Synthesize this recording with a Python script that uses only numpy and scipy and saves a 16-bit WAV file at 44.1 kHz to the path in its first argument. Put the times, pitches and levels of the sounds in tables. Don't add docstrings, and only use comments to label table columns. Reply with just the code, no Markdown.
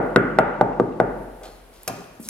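import sys
import numpy as np
from scipy import signal
from scipy.fft import rfft, irfft, next_fast_len
from scipy.io import wavfile
from scipy.ndimage import uniform_filter1d

SR = 44100
rng = np.random.default_rng(int(sys.argv[2]) if len(sys.argv) > 2 else 0)


def voltage_ratio(decibels):
    exponent = np.asarray(decibels, float) / 20
    return 10 ** exponent


def dump(signal):
    limited = np.clip(np.atleast_2d(signal).T, -1, 1)
    pcm = np.round(limited * 32767).astype(np.int16)
    wavfile.write(sys.argv[1], SR, pcm)


N = 101253
PRE = 4410
M = N + PRE
FFT_SIZE = next_fast_len(2 * M)
F = np.fft.rfftfreq(FFT_SIZE, 1 / SR) + 1e-6


def shape(x, gain):
    return irfft(rfft(x, FFT_SIZE) * gain, FFT_SIZE)[..., :M]


def logf(table):
    hz, value = np.array(table, float).T
    return np.interp(np.log(F), np.log(hz), value)


def band(hz, width):
    return 1 / (1 + ((F - hz * hz / F) / width) ** 2)


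def unit(x):
    return x / np.sqrt(np.mean(x ** 2))


def smooth_noise(size):
    return unit(uniform_filter1d(rng.standard_normal(M), size=size))


# (frequency [Hz], share of unrelated sound left and right [0-1])
DECORRELATION = [(60, 0.44), (200, 0.15), (500, 0.52), (1500, 0.69), (10000, 1)]


def wide(gain):
    middle, side = rng.standard_normal((2, M))
    side = shape(side, gain * np.clip(logf(DECORRELATION), 0, 1))
    return shape(middle, gain) + side * np.array([[1], [-1]])


def ring(modes, gains, seconds=0.44, damp=0.91):
    detune = 0.021
    hz, db, t60 = np.array(modes, float).T[:, :, None]
    hz = hz * (1 + detune * rng.standard_normal(hz.shape))
    t = np.arange(int(seconds * SR)) / SR
    decay = voltage_ratio(db - 60 * t / (t60 * damp))
    return (np.asarray(gains)[:, None] * decay * np.sin(2 * np.pi * hz * t)).sum(axis=0)


def add(out, s, x):
    i = max(int(round(s * SR)) + PRE, 0)
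    x = x[:M - i]
    out[i:i + len(x)] += x


def push(ms):
    u = np.arange(200) / SR * 6000 / ms
    force = u ** 2 * np.exp(-u)
    return force / force.sum()


# (frequency [Hz], density [dB per Hz])
AIR_SPECTRUM = [(25, -8), (60, 1.5), (71, -10), (153, -9.5), (437, -6), (1910, -18.5), (2050, -19),
                (10300, -37), (16000, -52)]
# (time [s], level [dB])
RUMBLE_LEVEL = [(0, -42.5), (.5, -44), (1, -42), (1.5, -49), (1.9, -59), (2.29, -64)]
# (time [s], level [dB])
RUSTLE_LEVEL = [(0, -68), (.1, -62), (.3, -69), (.7, -75), (1.05, -66), (1.3, -59.5), (1.5, -59),
                (1.65, -61.5), (1.82, -58), (2.1, -60.5), (2.29, -62)]


def background():
    rumble_hz, rumble_width_hz, rumble_noise_db = 44, 5.6, -10
    rustle_hz, rustle_width_hz, rustle_db = 10500, 6000, -1.5
    t = (np.arange(M) - PRE) / SR

    def course(table):
        return voltage_ratio(np.interp(t, *np.array(table).T))

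    air = unit(wide(voltage_ratio(logf(AIR_SPECTRUM)) * (F > 20))) * voltage_ratio(-51.5)

    drift = 1 + 0.035 * smooth_noise(8000)
    hum = np.sin(2 * np.pi * np.cumsum(rumble_hz * drift) / SR)
    rumble_noise = voltage_ratio(rumble_noise_db) * unit(wide(band(rumble_hz, rumble_width_hz)))
    rumble = (hum + rumble_noise) * course(RUMBLE_LEVEL)

    flicker = voltage_ratio(smooth_noise(1500))
    rustle = unit(wide(band(rustle_hz, rustle_width_hz))) * flicker * voltage_ratio(rustle_db)
    return air + rumble + rustle * course(RUSTLE_LEVEL)


# (centre frequency [Hz], level [dB], decay time t60 [s])
ROOM_BANDS = [(93, -7, 1.15), (219, 0, 1), (600, -5.5, 1.05), (1254, -1.5, 0.96), (2330, -5, 1.06),
              (4000, -10.5, 0.98), (8800, -14.5, 0.43)]


def corridor():
    room_db, early_db, early_t60_s, build_ms = -8, 3.5, 0.062, 1.7
    t = np.arange(M) / SR
    early = voltage_ratio(early_db - 60 * t / early_t60_s)
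    centres = np.log(np.array(ROOM_BANDS)[:, 0])
    out = 0
    for k, (hz, db, t60) in enumerate(ROOM_BANDS):
        share = np.interp(np.log(F), centres, np.arange(len(ROOM_BANDS)) == k)
        out = out + voltage_ratio(db) * wide(np.sqrt(share)) * (voltage_ratio(-60 * t / t60) + early)
    build_up = 1 - np.exp(-t * 1000 / build_ms)
    return out * build_up * voltage_ratio(room_db) * 0.03


# (time [s], length [s], level [dB], centre [Hz], width
# [Hz])
RUBS = [(1.412, 0.016, -40.5, 570, 400), (1.435, 0.053, -39, 516, 470), (1.431, 0.048, -49, 3460, 5950),
        (1.44, 0.11, -58, 4170, 900), (1.472, 0.14, -62, 5000, 5100), (1.722, 0.21, -60.5, 4000, 5000),
        (1.88, 0.02, -42, 4900, 6000), (1.8327, 0.002, -40, 10500, 9440), (1.887, 0.14, -51.5, 4940, 8000),
        (1.888, 0.13, -45.5, 720, 487), (2.198, 0.04, -49.5, 10500, 7900), (2.222, 0.11, -48.5, 8400, 7300),
        (2.24, 0.032, -50.5, 4540, 3400), (2.242, 0.069, -56, 10500, 3000)]


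def scuffs():
    out, t = np.zeros(M), (np.arange(M) - PRE) / SR
    for s, length, db, hz, width in RUBS:
        grit = voltage_ratio(2.5 * smooth_noise(150))
        u = (t - s) / length
        envelope = np.clip(u * 20, 0, 1) * np.clip(1.5 - u * 1.12, 0, 1)
        out += voltage_ratio(db) * unit(shape(rng.standard_normal(M), band(hz, width))) * grit * envelope
    return out


# (time [s], level [dB], frequency [Hz], decay time t60 [s])
SETTLING = [(.0298, -44, 9500, .003), (.733, -46, 2700, 0.033), (.925, -46, 2700, 0.017),
            (1.886, -26, 777, 0.084), (1.8975, -24, 712, 0.083), (1.898, -28, 274, 0.14),
            (1.908, -25.5, 129, .09), (1.934, -27, 144, .08), (1.935, -33.5, 300, 0.053),
            (1.966, -29, 152, .07), (1.98, -32, 395, .12), (1.996, -30, 177, 0.085),
            (2.02, -37, 741, 0.051), (2.0423, -42, 3500, 0.0092), (2.1533, -49, 6850, 0.011),
            (2.1945, -40, 213, .05), (2.1981, -24, 206, 0.054), (2.225, -37, 280, .08),
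            (2.258, -33.5, 216, 0.12)]


def bumps():
    upper_db, lower_db = -11, -12
    out = np.zeros(M)
    for s, db, hz, t60 in SETTLING:
        modes = [(hz, 0, t60), (hz * 1.31, upper_db, t60), (hz * .78, lower_db, t60)]
        add(out, s, voltage_ratio(db) * ring(modes, [1, 1, 1], .2))
    return out


# (frequency [Hz], level [dB], decay time t60 [s])
DOOR_MODES = [(117.8, -4.5, 0.2), (182.6, 2, 0.053), (240, -3.5, 0.065), (295, -9.5, 0.072),
              (386, -8.5, 0.092), (481.4, -3.5, 0.062), (549, -9, 0.077), (650, -2.5, 0.074),
              (774, -3.5, 0.057), (864.5, 1, 0.055), (1180, 1.5, 0.041), (1448, 5, 0.038), (1930, 2, 0.016),
              (2700, -12, 0.012)]


def door_hit(ms, gains, **decay):
    return np.convolve(ring(DOOR_MODES, gains, **decay), push(ms))


# (time [s], level [dB], rattle length [ms], shock into the door [dB])
HANDLE_SNAPS = [
    (1.877, -13, 0.21, -5.5),
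    (1.8787, -9.5, 1.44, -11),
    (1.885, -23.5, 3.53, -2),
    (2.2872, -13.5, 1.4, -24),
    (2.2902, -11.5, 5.8, -8),
]
# (frequency [Hz], level [dB], decay time t60 [s])
HANDLE_MODES = [(1600, -11, 0.012), (2350, -5, 0.026), (3250, -9.5, 0.026), (4030, -10.5, 0.029),
                (4900, 1.5, 0.0072), (6400, -3, 0.024), (7660, -21, 0.02), (9840, 0, 0.029),
                (10560, -11, 0.031), (11740, -8, 0.042), (12800, -4, 0.013), (14130, -18, 0.0084)]


def handle():
    metal_damp, held_damp = 0.36, 0.62
    out, t = np.zeros(M), np.arange(900) / SR
    for s, db, ms, door_db in HANDLE_SNAPS:
        hits = -rng.standard_normal(len(t)) ** 3 * np.exp(-t * 1000 / ms)
        hits[0] = -2
        hits = hits / np.sqrt(np.sum(hits ** 2))
        signs = rng.choice([-1., 1.], len(HANDLE_MODES))
        body = 0.37 * ring(HANDLE_MODES, signs, .1, metal_damp)
        body[:2] = 1.5, .9
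        add(out, s, voltage_ratio(db) * np.convolve(hits, body))
        shock = door_hit(0.28, np.ones(len(DOOR_MODES)), seconds=.3, damp=held_damp)
        add(out, s, -voltage_ratio(db + door_db) * 0.31 * shock)
    return out


# (time [s], level [dB], contact [ms], favoured panel region [Hz], knuckle crack [dB])
RAPS = [
    (-.045, 7, 0.56, 600, -33),
    (0.1608, 8.5, 0.53, 386, -17.5),
    (0.3871, 4.5, 0.41, 777, -15.5),
    (0.6112, 4, 0.81, 710, -22),
    (0.7987, 5.5, 0.98, 414, -29.5),
    (1.001, 4, 0.63, 587, -22.5),
]
# (frequency [Hz], level [dB])
SECOND_REGION = [(626, 3.5), (1440, 1), (650, 5), (870, 6), (1080, 9.5), (790, 4.5)]
# (frequency [Hz], level [dB],
# treble [dB])
DAMPED_REGION = [(280, -11, 3), (900, -5.5, 8), (393, -11, 5), (373, -8.5, 2), (185, -9, -8),
                 (334, -9.5, 1.5)]


def knocks():
    focus_db, focus_oct, second_oct, damped_oct, treble_hz = 9.5, 0.49, 0.15, 0.6, 1300
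    slap_db, far_db, far_damp = -9, 4, 0.32
    crack_hz, crack_width_hz, crack_ms = 2400, 2120, 0.94
    buzz_hz, buzz_width_hz, buzz_ms, buzz_db = 8500, 7800, 16, -32
    panel, far, cracks, buzzes = np.zeros((4, M))
    t = np.arange(2000) / SR
    mode_hz = np.array(DOOR_MODES)[:, 0]

    def near(hz, octaves):
        return np.exp(-(np.log2(mode_hz / hz) / octaves) ** 2)

    for rap, second, damped in zip(RAPS, SECOND_REGION, DAMPED_REGION):
        s, db, ms, focus_hz, crack_db = rap
        second_hz, second_db = second
        damped_hz, damped_db, treble_db = damped
        reach_db = focus_db * (near(focus_hz, focus_oct) - .5)
        reach_db = reach_db + second_db * near(second_hz, second_oct)
        reach_db = reach_db + damped_db * near(damped_hz, damped_oct)
        reach = voltage_ratio(reach_db + treble_db * (mode_hz > treble_hz))
        add(panel, s, voltage_ratio(db) * 0.26 * door_hit(ms, reach))
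        add(far, s, voltage_ratio(db + far_db) * 0.29 * door_hit(ms, reach, damp=far_damp))

        force = push(ms)
        slap = np.convolve(force, np.gradient(force))
        add(panel, s, voltage_ratio(db + slap_db) * slap / slap.max())

        noise, u = rng.standard_normal((2, len(t))), t * 1000 / crack_ms
        add(cracks, s, voltage_ratio(db + crack_db) * noise[0] * 2 * u * np.exp(-u))
        add(buzzes, s, voltage_ratio(db + crack_db + buzz_db) * noise[1] * np.exp(-t * 1000 / buzz_ms))
    cracks = shape(cracks, np.sqrt(band(crack_hz, crack_width_hz)))
    return panel, far, cracks + shape(buzzes, band(buzz_hz, buzz_width_hz))


# (frequency [Hz], left minus right [dB])
PORT_LEAN = [(60, 0.5), (300, 1), (600, 1.5), (1200, 0.5), (2500, 1), (14000, 0)]


def heard(dry, wet, bed, ports):
    low_cut_hz, sub_cut_hz, top_hz, top_steep = 141.7, 93.5, 16000, 60
    low_cut = 1 / (1 - 1j * low_cut_hz / F) ** 3
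    sub_cut = 1 / (1 - 1j * sub_cut_hz / F - (sub_cut_hz / F) ** 2) ** 2
    sound = shape(dry + wet, low_cut * sub_cut) + bed
    top_cut = 1 / np.sqrt(1 + (F / top_hz) ** top_steep)
    lean, lead = voltage_ratio(logf(PORT_LEAN) / 2), np.exp(.5j * logf(ports))
    return shape(sound, top_cut * np.array([lean * lead, 1 / (lean * lead)]))


# (frequency [Hz], left lead [radians])
DOOR_PHASE = [(60, 0.14), (500, 0.21), (1200, 0.89), (2500, 0.44), (5000, 1.37), (14000, 1.95)]
# (frequency [Hz], left lead [radians])
HANDLE_PHASE = [(60, 0.089), (800, 0.78), (2500, 0.98), (5000, 1.65), (9000, 1.14), (14000, 1.4)]


def scene():
    crack_wet_db, handle_wet_db, bump_wet_db = -16.5, 3.5, -2.5
    bed, hall = background(), corridor()
    hand, thuds = scuffs() + handle(), bumps()
    panel, far, cracks = knocks()

    def echo(x):
        return shape(hall, rfft(x, FFT_SIZE))

    door_wet = echo(far + voltage_ratio(crack_wet_db) * cracks)
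    door = heard(panel + cracks, door_wet, bed, DOOR_PHASE)
    hand_wet = echo(voltage_ratio(handle_wet_db) * hand + voltage_ratio(bump_wet_db) * thuds)
    return (door + heard(hand + thuds, hand_wet, np.zeros(M), HANDLE_PHASE))[:, PRE:]


def band_limit(x):
    return signal.sosfilt(signal.butter(12, 16740, fs=SR, output="sos"), x)


def record(dry):
    clip_level, clip_hard = 1.02, 4.2
    x = dry / (1 + np.abs(dry / clip_level) ** clip_hard) ** (1 / clip_hard)
    x = x * np.clip(np.arange(N) / (.0012 * SR), 0, 1)
    return band_limit(x)


dry = scene()
out = record(dry)
dump(out)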